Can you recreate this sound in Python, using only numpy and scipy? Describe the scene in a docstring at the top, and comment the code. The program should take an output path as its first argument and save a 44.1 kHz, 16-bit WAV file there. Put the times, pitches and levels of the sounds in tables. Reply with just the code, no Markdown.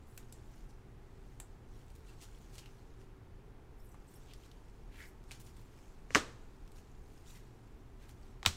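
"""Soft plastic rustles and light ticks over a fan's low rumble and hum, close up in a small room.
Gloved hands are sliding a sleeved card into a rigid holder: friction makes the rustle, scrapes and
squeaks, and edges tick as they catch and let go. At about 6.1 s the holder clacks onto the table;
at about 8.5 s a card snaps down on a pile. Each landing is a quick run of contacts that ring the
object, thud into what lies beneath and echo round the room."""
import sys
import numpy as np
from scipy import signal
from scipy.fft import rfft, irfft, next_fast_len
from scipy.io import wavfile
from scipy.ndimage import uniform_filter1d, map_coordinates

SR = 44100
rng = np.random.default_rng(int(sys.argv[2]) if len(sys.argv) > 2 else 0)


def wrap_up_sound(samples):
    """Save the sound to the file named by the first command line argument, as 16-bit audio."""
    columns = np.atleast_2d(samples).T
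    # keep every value between -1 and 1, then stretch to whole-number steps
    tamed = np.clip(columns, -1, 1)
    steps = np.round(tamed * 32767).astype(np.int16)
    wavfile.write(sys.argv[1], SR, steps)


N = 377496
TOP_HZ = 15800  # upper edge of the sound


def amp(db):
    """Decibels to gain."""
    return 10 ** (np.asarray(db) / 20)


def unit(x):
    """Scale to rms 1."""
    return x / np.sqrt(np.mean(x ** 2) + 1e-20)


def along(points, hz):
    """Read a curve of (freq_hz, value) points on a log-frequency axis."""
    freqs, values = np.transpose(points)
    return np.interp(np.log(hz + 1), np.log(freqs + 1), values)


def wobble(knots_per_s):
    """A smooth random drift."""
    knots = rng.standard_normal(int(N * knots_per_s / SR) + 4)
    return map_coordinates(knots, [np.arange(N) * knots_per_s / SR])


def filtered(x, response):
    """EQ x with a gain given as a function of frequency."""
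    size = next_fast_len(len(x) + 4096)
    return irfft(rfft(x, size) * response(np.fft.rfftfreq(size, 1 / SR)), size)[:len(x)]


def coloured(x, spectrum):
    """EQ x with a curve of (freq_hz, gain_db) points, then scale to rms 1."""
    return unit(filtered(x, lambda hz: amp(along(spectrum, hz))))


def hump(hz, centre_hz, octaves):
    """A broad peak on the log-frequency axis."""
    return 1 / (1 + (np.log2((hz + 1) / centre_hz) / octaves) ** 2)


def add(track, start_s, sound):
    """Mix a sound into the track."""
    part = track[round(start_s * SR):][:len(sound)]
    part += sound[:len(part)]


def friction(slips_per_s, hiss):
    """Tiny slips of very uneven size over a smooth hiss."""
    slips = rng.laplace(size=N) * (rng.random(N) < slips_per_s / SR)
    return unit(unit(slips) + hiss * rng.standard_normal(N))


# Tone of the fan's rumble: freq_hz, gain_db
FAN_EQ = [(15, -6), (25, 0.5), (38, 0.5), (54, -11), (72, -6.5), (92, -14), (116, -8), (160, -17.5),
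          (370, -20.5), (580, -30), (1300, -33.5), (2400, -40), (4000, -47), (16000, -58)]
# Resonances of the moving air: centre_hz, level_db, width_octaves
AIR_RESONANCES = [(436, -75.5, 0.071), (822, -74.5, 0.33)]
# Tones of the hum: pitch_hz, level_db
HUM_TONES = [(113, -67.5), (121, -70), (382, -71.5)]

def fan():
    """The bed: steady air rumble, two airy resonances and a wavering hum."""
    t = np.arange(N) / SR
    rumble = amp(-53) * coloured(rng.standard_normal(N), FAN_EQ)
    air = sum(amp(db) * unit(filtered(rng.standard_normal(N), lambda hz: hump(hz, centre_hz, octaves)))
              for centre_hz, db, octaves in AIR_RESONANCES)
    hum = sum(amp(db + 1.98 * wobble(1.5)) * np.sin(2 * np.pi * hz * t + 1.01 * wobble(9))
              for hz, db in HUM_TONES)
    return rumble + air + hum


# How long the walls ring: freq_hz, t60_s
WALL_DECAY = [(100, 0.77), (1200, 0.56), (6000, 0.5), (15000, 0.49)]

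def room_tail(eq, near_t60_s, far_db, build_s):
    """Dense echoes from the desk and boxes, then the weaker ring of the walls; energy 1."""
    hz, t, spectrogram = signal.stft(rng.standard_normal(SR // 2), SR, nperseg=256)
    near = amp(-60 * t / near_t60_s)
    walls = amp(far_db - 60 * t / along(WALL_DECAY, hz)[:, None])
    tail = coloured(signal.istft(spectrogram * (near + walls), SR, nperseg=256)[1], eq)
    tail *= 1 - np.exp(-(np.arange(len(tail)) / SR / build_s) ** 2)
    return tail / np.linalg.norm(tail)


# Tone of the reverb on the handling: freq_hz, gain_db
ROOM_EQ = [(300, -3), (1500, 8.5), (3000, 2), (4800, 4.5), (7000, 5.5), (15000, 2.5)]

def in_room(x, wet_db):
    """A close sound with the small room's answer."""
    tail = room_tail(ROOM_EQ, near_t60_s=0.25, far_db=-17, build_s=0.0023)
    return x + amp(wet_db) * signal.fftconvolve(x, tail)[:N]


# Restless shifting of the grip between strokes: time_s, level_db
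FIDGET = [(0, -79.5), (0.4, -73), (0.9, -84), (1.35, -74.5), (1.6, -82), (1.95, -75), (2.45, -69),
          (2.8, -74), (3.2, -90), (3.7, -88), (4.2, -70.5), (5.15, -81.5), (5.8, -70.5), (6.1, -79),
          (6.6, -76), (7.0, -76.5), (7.4, -73.5), (7.9, -81)]
# A glove brushes plastic or card: peak_s, level_db, half_width_s
GLOVE_STROKES = [(0.562, -70, .075), (0.70, -65.5, 0.012), (1.78, -73, 0.09), (2.094, -65.5, 0.037),
                 (2.232, -59, 0.025), (2.567, -65, 0.041), (3.01, -71, 0.032), (4.442, -67.5, 0.038),
                 (5.028, -62.5, .058), (5.332, -64, 0.056), (5.48, -65.5, 0.046), (5.59, -69, 0.027),
                 (6.774, -63.5, 0.026), (7.175, -72.5, .09), (7.292, -59.5, 0.035), (7.345, -63.5, 0.055),
                 (8.035, -71, 0.046), (8.099, -61, 0.02), (8.24, -72.5, 0.086)]

def glove_envelope():
    """Each stroke swells and fades as the finger speeds up and stops; its power adds to the fidgeting."""
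    t = np.arange(N) / SR
    power = amp(np.interp(t, *np.transpose(FIDGET))) ** 2
    for peak_s, db, half_width_s in GLOVE_STROKES:
        power += (amp(db) * np.exp(-((t - peak_s) / half_width_s) ** 2)) ** 2
    return np.sqrt(power)


# The soft sleeve slides along a surface: start_s, length_s, level_db
SLEEVE_SLIPS = [(0.054, .12, -70), (1.72, .4, -80), (2.2, .44, -78), (3.77, .17, -70), (4.068, .11, -66),
                (4.28, .2, -80), (4.95, 0.14, -66), (5.395, .105, -75), (5.555, .07, -73),
                (6.75, .055, -71), (7.035, .2, -79), (7.27, .11, -67.5), (8.003, .11, -75)]

def sleeve_envelope(attack_s=0.012, release_s=0.009):
    """The sleeve starts to slide, keeps an even speed and stops short."""
    out, t = np.zeros(N), np.arange(SR) / SR
    for start_s, length_s, db in SLEEVE_SLIPS:
        release = np.exp(-np.maximum(t - length_s, 0) / release_s)
        add(out, start_s, amp(db) * (1 - np.exp(-t / attack_s)) * release)
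    return out


def crinkled(x, depth_db):
    """Thin film buckles in patches, so single pitches flare up for a few milliseconds."""
    spectrogram = signal.stft(x, nperseg=256)[2]
    patches = uniform_filter1d(rng.standard_normal(spectrogram.shape), size=4, axis=0)
    patches = unit(uniform_filter1d(patches, size=4, axis=1))
    return unit(signal.istft(spectrogram * amp(depth_db * patches), nperseg=256)[1][:N])


# Midrange rub of the gloves and airy sizzle of the sleeve: freq_hz, gain_db
RUB_EQ = [(400, -17), (1200, 0), (2000, -2), (2900, -1), (4800, -2.5), (7000, -1.5), (9500, -11),
          (15000, -25.5)]
SLEEVE_EQ = [(4000, -36.5), (8000, -3), (11000, -5.5), (14000, -5.5), (16000, -8)]

def rustle(sleeve_drag_db=-6):
    """Grainy friction of gloves, with the finer crackle of the sleeve, which every glove move stirs."""
    glove_motion = glove_envelope()
    sleeve_motion = np.hypot(sleeve_envelope(), amp(sleeve_drag_db) * glove_motion)
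    glove = crinkled(coloured(friction(slips_per_s=900, hiss=1), RUB_EQ), depth_db=3.5)
    sleeve = crinkled(coloured(friction(slips_per_s=800, hiss=1), SLEEVE_EQ), depth_db=4.5)
    flutter = amp(0.46 * wobble(60))
    return (amp(-2.5) * glove_motion * glove + amp(-4.7) * sleeve_motion * sleeve) * flutter


# Card edges scrape on plastic and each other: peak_s, level_db, half_width_s, centre_hz, width_octaves
EDGE_SCRAPES = [(2.623, -71.5, 0.047, 2700, 0.36), (4.309, -65, .026, 3030, 0.51),
                (4.435, -66, 0.0086, 3000, 0.2), (4.953, -64, 0.038, 2220, 0.77),
                (5.002, -58, 0.018, 1870, 0.33), (5.032, -56, 0.02, 1980, 0.21),
                (7.356, -65, 0.016, 1970, 0.31), (8.035, -69, 0.031, 2200, 0.9)]

def scrapes():
    """Each stroke of a card's edge swells and fades in a resonance of the thin plate."""
    out, t = np.zeros(N), np.arange(SR // 3) / SR
    middle_s = t.mean()
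    grit = friction(slips_per_s=2500, hiss=0.75)
    for peak_s, db, half_width_s, centre_hz, octaves in EDGE_SCRAPES:
        scrape = filtered(grit[round(peak_s * SR):][:len(t)], lambda hz: hump(hz, centre_hz, octaves))
        swell = np.exp(-((t - middle_s) / half_width_s) ** 2)
        add(out, peak_s - middle_s, amp(db) * unit(scrape) * swell)
    return out


# Short slips of the grip: time_s, relative_level_db, fade_s, treble_tilt_db
GRIP_SCUFFS = [(1.956, -44.5, 0.011, 13), (2.216, -42, 0.028, 2), (2.535, -48.5, 0.043, 6),
               (2.5846, -39, 0.017, -6), (5.314, -41, 0.024, -9), (5.402, -41, 0.019, 17),
               (5.465, -48, 0.015, 4)]
# Tone of a scuff before its tilt: freq_hz, gain_db
SCUFF_EQ = [(500, -2), (1500, -13), (2700, -2.5), (4800, -2.5), (7500, -4), (10000, -8.5), (15500, -16)]

def scuffs(rise_s=0.0051, trim_db=-11):
    """Each slip of the grip is a short burst of friction."""
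    out, t = np.zeros(N), np.arange(SR // 8) / SR
    grit = friction(slips_per_s=1700, hiss=0.5)
    for time_s, db, fade_s, tilt_db in GRIP_SCUFFS:
        burst = coloured(grit[round(time_s * SR):][:len(t)], SCUFF_EQ)
        burst = unit(filtered(burst, lambda hz: amp(tilt_db * hz / TOP_HZ)))
        envelope = (1 - np.exp(-t / rise_s)) * np.exp(-(t / fade_s) ** 2)
        add(out, time_s - rise_s, amp(db + trim_db) * burst * envelope)
    return out


# Tiny plastic squeaks: peak_s, relative_level_db, pitch_hz, half_width_s
SQUEAKS = [(2.094, -62, 2680, 0.0064), (2.641, -62, 2680, 0.0029), (3.804, -71, 5250, 0.0064),
           (3.92, -70, 6040, 0.0046), (4.087, -69, 8070, 0.012), (4.142, -66, 8600, .004),
           (4.16, -65.5, 5520, .004), (4.162, -64, 11700, .004)]

def squeaks(waver=0.044, trim_db=1.5):
    """Plastic sticks and slips, giving a short swell of an unsteady tone."""
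    out, t = np.zeros(N), np.arange(SR // 8) / SR
    middle_s = t.mean()
    for peak_s, db, pitch_hz, half_width_s in SQUEAKS:
        jitter = unit(uniform_filter1d(rng.standard_normal(len(t)), size=30))
        tone = np.sin(2 * np.pi * np.cumsum(pitch_hz * (1 + waver * jitter)) / SR)
        swell = np.exp(-((t - middle_s) / half_width_s) ** 2)
        add(out, peak_s - middle_s, amp(db + trim_db) * swell * tone)
    return out


def resonance(x, hz, q):
    """Ring one resonance with x; rms 1."""
    return unit(signal.lfilter(*signal.iirpeak(hz, max(q, hz / TOP_HZ), fs=SR), x))


# Light ticks of plastic edges: start_s, relative_edge_db, centre_hz, sharpness_q, relative_film_db
EDGE_TICKS = [(0.1766, -37, 2100, .8, -53), (0.1775, -36, 9000, 0.5, -43), (0.325, -41.5, 4800, .9, -40),
              (1.401, -36, 2100, 0.7, -31.5), (1.903, -51, 4500, 1.3, -67), (2.589, -41, 3600, 1.4, -56),
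              (2.6593, -39.5, 2750, 3.8, -62), (3.944, -41, 970, 3.1, -61), (4.336, -39, 3950, 1.4, -59),
              (4.5152, -44, 3200, 1.8, -67), (5.24, -54, 5100, .9, -64), (5.3103, -34, 2530, 4.9, -58),
              (5.316, -31.5, 3480, 1, -50), (5.567, -48, 3000, 0.88, -61), (6.6773, -50, 3500, 1.3, -64),
              (6.719, -50.5, 4500, .8, -55), (8.093, -45.5, 3200, 1.8, -66)]
# Resonances of the taut sleeve: centre_hz, sharpness_q, gain_db
FILM_MODES = [(800, 3.8, -5), (7630, 6, 5), (12000, 1.1, -14)]

def ticks(grit_db=-13, grit_t60_s=0.018, wet_db=-7, trim_db=-35.5):
    """Edges catch and let go: a gritty snap and its echo ring one broad resonance and the sleeve's film."""
    out = np.zeros(N)
    for start_s, edge_db, centre_hz, edge_q, film_db in EDGE_TICKS:
        tail = room_tail(ROOM_EQ, near_t60_s=0.16, far_db=-21, build_s=0.0032)
        t = np.arange(len(tail)) / SR
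        snap = (t == 0) + rng.standard_normal(len(t)) * amp(grit_db - 60 * t / grit_t60_s)
        snap = snap / np.linalg.norm(snap) + amp(wet_db) * tail
        edge = resonance(snap, centre_hz, edge_q)
        film = unit(sum(amp(db) * resonance(snap, hz, q) for hz, q, db in FILM_MODES))
        add(out, start_s, amp(trim_db) * (amp(edge_db) * edge + amp(film_db) * film))
    return out


def ring(modes, t, contact_hz=None):
    """Damped modes of alternating sign; a contact favours those near its own frequency."""
    hz, db, t60_s = np.transpose(modes)[:, :, None]
    drive = 1 if contact_hz is None else hump(hz, contact_hz, octaves=1.0)
    sign = (-1) ** np.arange(len(modes))[:, None]
    decay = amp(db + rng.normal(0, 1, db.shape) - 60 * t / t60_s)
    return np.sum(sign * drive * decay * np.sin(2 * np.pi * hz * t), axis=0)


# Tone of the noisy crack at the front of each hit: freq_hz, gain_db
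CRACK_EQ = [(250, 15), (900, -11), (2200, 8), (4500, -4), (7500, 0.5), (10000, -12.5), (15500, -8)]

def landing(hits, modes, support_modes, attack_s, thud_attack_s, crack_db, crack_t60_s, drag_db):
    """Each contact rings the object and thuds into its support; until it lies flat the edge drags."""
    out, t = np.zeros(N), np.arange(SR // 3) / SR
    for start_s, db, contact_hz, thud_db in hits:
        crack = coloured(rng.standard_normal(len(t)), CRACK_EQ)
        crack = filtered(crack, lambda hz: hump(hz, contact_hz, octaves=1.46))
        crack *= amp(crack_db - 60 * t / crack_t60_s)
        body = (ring(modes, t, contact_hz) + crack) * (1 - np.exp(-t / attack_s))
        thud = amp(thud_db) * ring(support_modes, t) * (1 - np.exp(-t / thud_attack_s))
        add(out, start_s, amp(db) * (body + thud))
    drag_span_s = [hits[0][0] - 0.02, hits[-1][0]]
    swell_db = np.interp(np.arange(N) / SR, drag_span_s, [drag_db - 29.5, drag_db], left=-120, right=-120)
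    return out + amp(swell_db) * coloured(friction(slips_per_s=5900, hiss=0.62), RUB_EQ)


def echoes(hits, eq, wet_db, near_t60_s, far_db, build_s):
    """Every hit radiates all round and starts its own diffuse tail."""
    out = np.zeros(N)
    for start_s, db, *_ in hits:
        add(out, start_s, amp(db + wet_db) * room_tail(eq, near_t60_s, far_db, build_s))
    return out


# The card meets the pile: start_s, level_db, contact_hz, relative_thud_db
CARD_HITS = [(8.4298, -28.5, 1800, -16), (8.4325, -36, 1000, -19), (8.4515, -22, 1600, -14),
             (8.4537, -24, 2600, -22), (8.4608, -7.5, 5500, -34), (8.4619, -4, 3600, -33),
             (8.4648, -17, 1100, 2)]
# Ring of the card and soft thud of the pile: pitch_hz, gain_db, t60_s
CARD_MODES = [(397, -12, 0.021), (806, -8.5, 0.013), (1270, -7, 0.009), (2970, -11.5, 0.0057),
              (3900, -5, 0.0063), (5600, -17, 0.0069), (7660, -13.5, 0.0088), (12300, -14, 0.0026)]
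PILE_MODES = [(81, -19, 0.31), (113, -8, 0.065), (249, -18.5, 0.04)]
# Tone of the snap's reverb: freq_hz, gain_db
CARD_ECHO_EQ = [(60, 11.5), (180, 4), (330, -2), (600, -6), (1100, -3), (1800, -4.5), (2600, -3.5),
                (3950, 0), (4800, -5.5), (5700, -2), (8300, -7.5), (10000, -16.5), (15500, -22)]

def card_snap():
    """A card's edge touches the pile, then the card snaps flat."""
    close = landing(CARD_HITS, CARD_MODES, PILE_MODES, attack_s=0.00014, thud_attack_s=0.0043,
                    crack_db=-7, crack_t60_s=0.0096, drag_db=-67)
    room = echoes(CARD_HITS, CARD_ECHO_EQ, wet_db=-1.5, near_t60_s=0.1, far_db=-15, build_s=0.0057)
    return close + room


# The holder meets the table: start_s, level_db, contact_hz, relative_thud_db
HOLDER_HITS = [(6.1058, -32, 2400, 5.5), (6.1486, -3.5, 3400, -19), (6.1511, -12.5, 6500, -12),
               (6.1555, -6.5, 1460, -4.5)]
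# Ring of the rigid plastic and knock of the table: pitch_hz, gain_db, t60_s
HOLDER_MODES = [(1160, -4, 0.0097), (1710, -2.5, 0.0061), (2190, -0.5, 0.005), (2920, -11, 0.0093),
                (4640, -13, .003), (6030, 3, 0.0025), (7670, -7, 0.0027)]
TABLE_MODES = [(75, -34, 0.14), (281, -27, 0.21), (345, -16.5, 0.015), (448, -5.5, 0.011),
               (735, -14, 0.005)]
# Tone of the clack's reverb: freq_hz, gain_db
HOLDER_ECHO_EQ = [(60, -2.5), (180, -5), (290, 2), (490, 1), (700, -7), (1020, -3), (1500, -3), (2300, -8),
                  (4300, -11.5), (6500, -12), (8500, -18), (10500, -29), (15500, -38)]

def holder_clack():
    """The rigid holder touches the table lightly, then lands in three quick hits."""
    close = landing(HOLDER_HITS, HOLDER_MODES, TABLE_MODES, attack_s=0.0005, thud_attack_s=0.0011,
                    crack_db=-14.5, crack_t60_s=0.019, drag_db=-49)
    room = echoes(HOLDER_HITS, HOLDER_ECHO_EQ, wet_db=4, near_t60_s=0.12, far_db=-17.5, build_s=0.0054)
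    return close + room


def scene():
    """The two landings, the handling and the fan, in one small room."""
    landings = holder_clack() + card_snap()
    handling = in_room(rustle() + scrapes() + scuffs() + squeaks(), wet_db=-6.5) + ticks()
    return (landings + handling + fan())[None]


def record(dry):
    """The microphone channel cuts off steeply above its band limit."""
    return filtered(dry[0], lambda hz: 1 / (1 + (hz / TOP_HZ) ** 120))[None]


dry = scene()
out = record(dry)
wrap_up_sound(out)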